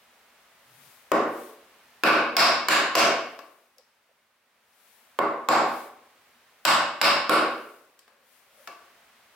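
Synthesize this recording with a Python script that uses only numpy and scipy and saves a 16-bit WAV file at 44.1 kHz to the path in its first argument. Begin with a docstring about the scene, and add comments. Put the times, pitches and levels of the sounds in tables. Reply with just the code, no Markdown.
"""A live workshop, a stereo microphone close to the bench, a soft rush of room tone behind.
A wooden mallet drives a chisel into a block in four short bursts. Each blow rings the tools and the
bench and fills the room; the harder the contact, the brighter it is. Between bursts the hand slides
along the chisel, and there are light knocks and ticks as it is pulled free and the tools are lowered.
The recorder's limiter flattens each blow and lets the echo swell back."""
import sys
import numpy as np
from scipy import signal
from scipy.fft import rfft, irfft, next_fast_len
from scipy.io import wavfile
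from scipy.ndimage import uniform_filter1d

SR = 44100
rng = np.random.default_rng(int(sys.argv[2]) if len(sys.argv) > 2 else 0)


def persist_wave(psi):
    """Save psi, clipped to +-1, as 16-bit WAV."""
    counts = np.round(np.clip(psi, -1, 1) * 32767).astype(np.int16)
    wavfile.write(sys.argv[1], SR, np.atleast_2d(counts).T)


N = 412335

# The room at the microphone. Each row: frequency in Hz, left-right likeness from 0 to 1.
STEREO_LIKENESS = [(130, 1), (300, 0.98), (600, 0.88), (1100, 0.65), (2200, 0.6), (4500, 0.088),
                   (9000, 0.061)]
# The room tone's rise and fall. Each row: time in seconds, level in dB.
ROOM_LEVEL = [(0, -59.5), (1.9, -57.5), (3.5, -66), (4.4, -69), (5.15, -60.5), (6.5, -60.5), (8.2, -65),
              (8.8, -58), (9.35, -59.5)]
# Spectra of the room's rush and rumble, skin on the chisel, the blade's click, and mallet, handle
# and blade together. 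Each row: frequency in Hz, relative spectral level in dB.
RUSH_SPECTRUM = [(100, -35.5), (300, -18), (520, -2), (1300, 0), (2200, -2), (4000, -8), (7000, -13.5),
                 (15500, -15)]
RUMBLE_SPECTRUM = [(20, -27), (50, -13.5), (90, -9.5), (185, -8.5), (238, 1), (290, -9.5), (420, -4.5),
                   (1000, -38.5), (4000, -78.5)]
SKIN_SPECTRUM = [(300, -35.5), (1500, -3), (3500, -3.5), (7000, -6), (11000, -2), (15500, -3.5)]
CLICK_SPECTRUM = [(1800, -20), (2900, -7.5), (3800, -9), (6000, -5.5), (11000, -8.5), (14500, 5)]
TOOL_SPECTRUM = [(30, -50.5), (95, -36), (130, -25), (220, -14.5), (330, -7.5), (450, -6), (650, -3.5),
                 (880, -5), (1500, -3.5), (1950, -11.5), (5000, -14.5), (6300, -27), (14000, -31),
                 (16500, -36)]
# Nudges on the bench. Each row: peak time in seconds, pitch in Hz, level in dB, half-width in seconds.
BENCH_BUMPS = [(0.822, 129, -65.5, 0.085), (3.794, 540, -59, 0.013), (4.105, 550, -64, 0.0088),
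               (8.195, 535, -71, 0.098), (8.605, 567, -62, 0.051)]
# The hand on the chisel. Each row: peak time in seconds, level in dB, half-width in seconds.
HAND_SLIDES = [(0.873, -55.5, .13), (1.416, -50.5, .09), (3.367, -63.5, 0.21), (4.922, -60.5, .14),
               (5.775, -49.5, .08), (7.605, -58.5, 0.17), (8.354, -61.5, 0.077), (8.637, -59.5, 0.084)]
# Mallet blows. Each row: start in seconds, level in dB, hardness in dB, bench thud in dB, then,
# shifting with grip and bite, wood resonance, blade resonance and hollow, all in Hz.
MALLET_BLOWS = [(1.1169, -10, -11, 3.5, 1914, 6600, 4300), (2.0355, -2.5, 0.5, 0.5, 1520, 2513, 7700),
                (2.3667, -3, 9, -3.5, 705, 5290, 2900), (2.6847, -7, 9.5, -1.5, 1713, 6880, 5440),
                (2.9526, -4.8, 8.5, 0, 695.5, 6160, 3953), (5.1887, -10.5, -18, -1.5, 402, 2070, 5270),
                (5.4868, -3.5, -3.5, -1.5, 786, 7280, 2874), (6.6513, -2.5, 4.5, -7, 600, 7900, 2330),
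                (7.0140, -4.5, 7, -5.5, 578, 5240, 5930), (7.2939, -7, 2, 2, 1390, 9370, 6300)]
# Hard contact lifts the treble. Each row: frequency in Hz, lift in dB per dB of hardness.
HARDNESS_LIFT = [(1100, 0), (2400, 0.7259), (5000, 0.91), (9000, 0.92)]
# A solid seat on the bench lifts the bass. Each row: frequency in Hz, lift in dB per dB of thud.
THUD_LIFT = [(150, 0.22), (420, 2), (900, 0)]
# The tools' resonances and the hollows between. Each row: centre in Hz, width in Hz, lift in dB.
TOOL_RESONANCES = [(1096, 140, 10.5), (2219, 73, 7.5), (2698, 430, 4), (3340, 420, -3), (5120, 140, 1),
                   (6900, 700, -1.5), (7370, 360, 8.5), (7930, 250, 4), (9000, 470, -1), (10070, 430, 6),
                   (11600, 400, 2), (13100, 730, 6.5)]
# The workshop's echo. Each row: frequency in Hz, seconds to fall 60 dB.
ROOM_DECAY = [(100, 0.51), (300, 0.79), (1100, 0.63), (2500, 0.6), (5000, 0.51), (8000, 0.42),
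              (14000, 0.27)]
# The bench and the free mallet ringing. Each row: pitch in Hz, level in dB, seconds to fall 60 dB.
BENCH_MODES = [(132.4, -30, 0.59), (185.2, -26, 0.5), (241.4, -19, 0.65), (318, -12, 0.57), (364, -22, .6),
               (404, -18, 0.52), (509, -9.5, 0.26), (569.7, -11, 0.66), (676, -13.5, 0.52),
               (744, -18.5, 0.57), (995, -15, 0.23), (1092, -16.5, 0.5), (1135, -17.5, .7),
               (1216, -24.5, 0.45), (1367, -26.5, 0.44), (1354, -18.5, 0.46), (1510, -21, 0.69),
               (1470, -21, 0.28), (2360, -22.5, 0.4)]
MALLET_MODES = [(694, -7.5, 0.95), (1154, 3, 0.63), (1530, -7, 0.57), (1720, 7, 0.086), (2270, 0.5, 0.22),
                (2684, -4.5, 0.37), (4600, -22, 0.22)]
# Light knocks and ticks. Each row: start in seconds, level in dB, brightness in dB per octave,
# resonance in Hz, relative level of the mallet's ring in dB.
LIGHT_KNOCKS = [(3.390, -33, -1, 6000, -24), (3.782, -61.5, 12, 5500, -41), (7.991, -56, 10, 8700, -36),
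                (8.079, -48.5, 0.5, 1650, -35), (8.6738, -29, 0, 6200, -17.5)]

DIRECT_DB, ECHO_DB, BENCH_DB = 5, -4.5, -4  # balance within a blow
ECHO_RISE_S, ECHO_RENEWAL = 0.013, 0.3  # build-up time; share of the echo's power new to each blow
PUSH_DB, SQUEEZE_S = 12, 0.0012  # the mallet's first push; the time the wood takes to compress
RUMBLE_DB, KNOCK_ECHO_DB = -15.5, -15  # rumble under the rush; echo under a light knock


def amp(db):
    """Decibels to gain."""
    return 10 ** (np.asarray(db) / 20)


def unit(x):
    """Scale to rms 1."""
    return x / np.sqrt(np.mean(x ** 2) + 1e-20)


def along(points, hz):
    """Read a curve of (Hz, value) points on a log frequency axis."""
    point_hz, values = np.transpose(points)
    return np.interp(np.log(hz + 1), np.log(point_hz + 1), values)


def hump(hz, centre, width):
    """The shape of one resonance, 1 at its centre."""
    return 1 / (1 + (2 * (hz - centre) / width) ** 2)


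def filtered(x, response):
    """Filter x by the gain response(hz)."""
    size = x.shape[-1]
    padded = next_fast_len(size + 8192)
    return irfft(rfft(x, padded) * response(np.fft.rfftfreq(padded, 1 / SR)), padded)[..., :size]


def causal(gain):
    """The response with this gain that rings only after its cause."""
    cepstrum = irfft(np.log(np.maximum(gain, 1e-6)))
    half = len(cepstrum) // 2
    return np.exp(rfft(cepstrum * np.r_[1, np.full(half - 1, 2), 1, np.zeros(half - 1)]))


def stereo_noise(size):
    """White noise, alike left and right in the bass and unrelated in the treble."""
    def mid_side_gains(hz):
        angle = np.arccos(np.clip(along(STEREO_LIKENESS, hz), -1, 1)) / 2
        return np.array([np.cos(angle), np.sin(angle)])
    mid, side = filtered(rng.standard_normal((2, size)), mid_side_gains)
    return np.array([mid + side, mid - side])


def rush(spectrum):
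    """Steady stereo noise of rms 1 with this spectrum."""
    return unit(filtered(stereo_noise(N), lambda hz: amp(along(spectrum, hz))))


def swell(peak_s, half_width_s):
    """A bell-shaped rise and fall."""
    return np.exp(-0.5 * ((np.arange(N) / SR - peak_s) / half_width_s) ** 2)


def add(out, start_s, x):
    """Mix x into out from start_s on."""
    start = round(start_s * SR)
    out[:, start:start + x.shape[1]] += x[:, :N - start]


def room_tone():
    """All around, a soft rush and rumble sink together after the long bursts and return."""
    level_db = np.interp(np.arange(N) / SR, *np.transpose(ROOM_LEVEL))
    return amp(level_db) * (rush(RUSH_SPECTRUM) + amp(RUMBLE_DB) * rush(RUMBLE_SPECTRUM))


def bench_bumps():
    """Hands and tools bump and drag on the bench: soft swells of noise around one pitch."""
    out = np.zeros((2, N))
    for peak_s, hz, db, half_width_s in BENCH_BUMPS:
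        band = [(hz / 4, -50), (hz * 0.75, -20), (hz, 0), (hz * 1.3, -17), (hz * 8, -42), (SR / 2, -70)]
        out += amp(db) * swell(peak_s, half_width_s) * rush(band)
    return out


def hand_slides():
    """Left of the microphone, skin hisses up the chisel before a burst and down after it."""
    power = sum((amp(db) * swell(peak_s, half_width_s)) ** 2 for peak_s, db, half_width_s in HAND_SLIDES)
    return np.sqrt(power) * rush(SKIN_SPECTRUM) * amp([[3], [-6]])


def contact(judder_t60, click_db, click_t60):
    """The direct sound: one push, a brief judder of wood on wood, the blade's click on the left."""
    t = np.arange(SR) / SR
    push = -amp(PUSH_DB) * signal.unit_impulse(SR, round(SQUEEZE_S * SR / 2))
    click = filtered(rng.standard_normal((2, SR)), lambda hz: amp(along(CLICK_SPECTRUM, hz)))
    click *= amp(click_db - 60 * t / click_t60) * amp([[4], [-3]])
    judder = stereo_noise(SR) * amp(-60 * t / judder_t60) * amp([[-2], [2]])
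    squeeze = 1 - np.exp(-(t / SQUEEZE_S) ** 2)
    return push + squeeze * (judder + click)


def tool_body(x, colour):
    """Pass x through the resonances of mallet and chisel, tinted by colour(hz) in dB."""
    hz = np.fft.rfftfreq(4096, 1 / SR)
    resonance_db = sum(db * hump(hz, centre, width) for centre, width, db in TOOL_RESONANCES)
    body = unit(amp(along(TOOL_SPECTRUM, hz) + resonance_db))
    ring = irfft(causal(body * amp(colour(hz))))
    return signal.fftconvolve(x, ring[None], axes=1)[:, :SR]


def blow_colour(hz, hardness_db, thud_db, wood_hz, blade_hz, hollow_hz):
    """One blow's tint in dB: treble from hardness, bass from the bench, two resonances and a hollow."""
    wood = 7 * hump(hz, wood_hz, width=0.18 * wood_hz)  # shifts with the grip
    blade = 8.5 * hump(hz, blade_hz, width=0.16 * blade_hz)  # shifts with the bite
    hollow = -6 * hump(hz, hollow_hz, width=0.14 * hollow_hz)  # the blade's resonances cancel here
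    return hardness_db * along(HARDNESS_LIFT, hz) + thud_db * along(THUD_LIFT, hz) + wood + blade + hollow


def block_ripple(depth_db):
    """The block's many weak modes shift as the chisel sinks: random (Hz, dB) points."""
    hz = np.geomspace(300, 15000, num=140)
    return np.c_[hz, depth_db * rng.standard_normal(len(hz))]


def ringing(modes, colour, rise_s):
    """Struck wood rings as damped sines, at slightly new strengths each time."""
    t = np.arange(SR) / SR
    ring = np.zeros(SR)
    for hz, db, t60 in modes:
        struck_db = db + colour(hz) + rng.normal(0, 1.0)
        ring += amp(struck_db - 60 * t / t60) * np.sin(2 * np.pi * (hz * t + rng.random()))
    return ring * (1 - np.exp(-t / rise_s))


def workshop_echo():
    """One second of the room's answer; the treble dies first."""
    hz, t, spectra = signal.stft(stereo_noise(SR), SR, nperseg=256)
    decay = amp(-60 * t / along(ROOM_DECAY, hz)[:, None])
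    return signal.istft(spectra * decay, SR, nperseg=256)[1][:, :SR]


def mallet_blows():
    """Each blow rings tools, bench and room; landing on one spot, the blows share most of their echo."""
    out, t = np.zeros((2, N)), np.arange(SR) / SR
    shared_echo = workshop_echo()
    for start_s, db, hardness_db, thud_db, wood_hz, blade_hz, hollow_hz in MALLET_BLOWS:
        colour = lambda hz: blow_colour(hz, hardness_db, thud_db, wood_hz, blade_hz, hollow_hz)
        block = block_ripple(depth_db=1.0)
        echo = np.sqrt(1 - ECHO_RENEWAL) * shared_echo + np.sqrt(ECHO_RENEWAL) * workshop_echo()
        echo *= 1 - np.exp(-t / ECHO_RISE_S)
        click_db = 16 - 0.23 * hardness_db  # the click stands out more in a dull blow
        direct = contact(judder_t60=0.029, click_db=click_db, click_t60=0.0091)
        strike = amp(DIRECT_DB) * direct + amp(ECHO_DB) * echo
        knock = tool_body(strike, lambda hz: colour(hz) + along(block, hz))
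        bench = amp(BENCH_DB) * ringing(BENCH_MODES, colour, rise_s=0.0022)
        add(out, start_s, amp(db) * (knock + bench))
    return out


def light_knocks():
    """A little to the left, light knocks and ticks as the chisel is pulled free and tools are lowered."""
    out = np.zeros((2, N))
    for start_s, db, db_per_octave, peak_hz, ring_db in LIGHT_KNOCKS:
        tilt = lambda hz: db_per_octave * np.log2(np.clip(hz, 300, 6000) / 1500)
        colour = lambda hz: tilt(hz) + 8 * hump(hz, peak_hz, width=0.2 * peak_hz)
        direct = contact(judder_t60=0.022, click_db=4, click_t60=0.019)
        knock = tool_body(direct + amp(KNOCK_ECHO_DB) * workshop_echo(), colour) * amp([[2.5], [-2]])
        mallet = amp(ring_db) * ringing(MALLET_MODES, tilt, rise_s=0.00073)
        add(out, start_s, amp(db) * (knock + mallet))
    return out


def scene():
    """Everything that reaches the microphone."""
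    return mallet_blows() + light_knocks() + hand_slides() + bench_bumps() + room_tone()


def limiter(x, ceiling_db, release_s):
    """Gain drops at once when the level passes the ceiling, then recovers."""
    power = np.abs(uniform_filter1d(np.mean(x ** 2, axis=0), size=130))
    excess_db = np.maximum(10 * np.log10(power + 1e-12) - ceiling_db, 1e-6)
    age = np.arange(N) / SR / release_s
    reduction_db = np.exp(np.maximum.accumulate(np.log(excess_db) + age) - age)
    return x * amp(-reduction_db)


def record(dry):
    """The recorder limits the blows and keeps nothing above 16.2 kHz."""
    return filtered(limiter(dry, ceiling_db=-16.0, release_s=0.047), lambda hz: hz < 16200)


dry = scene()
out = record(dry)
persist_wave(out)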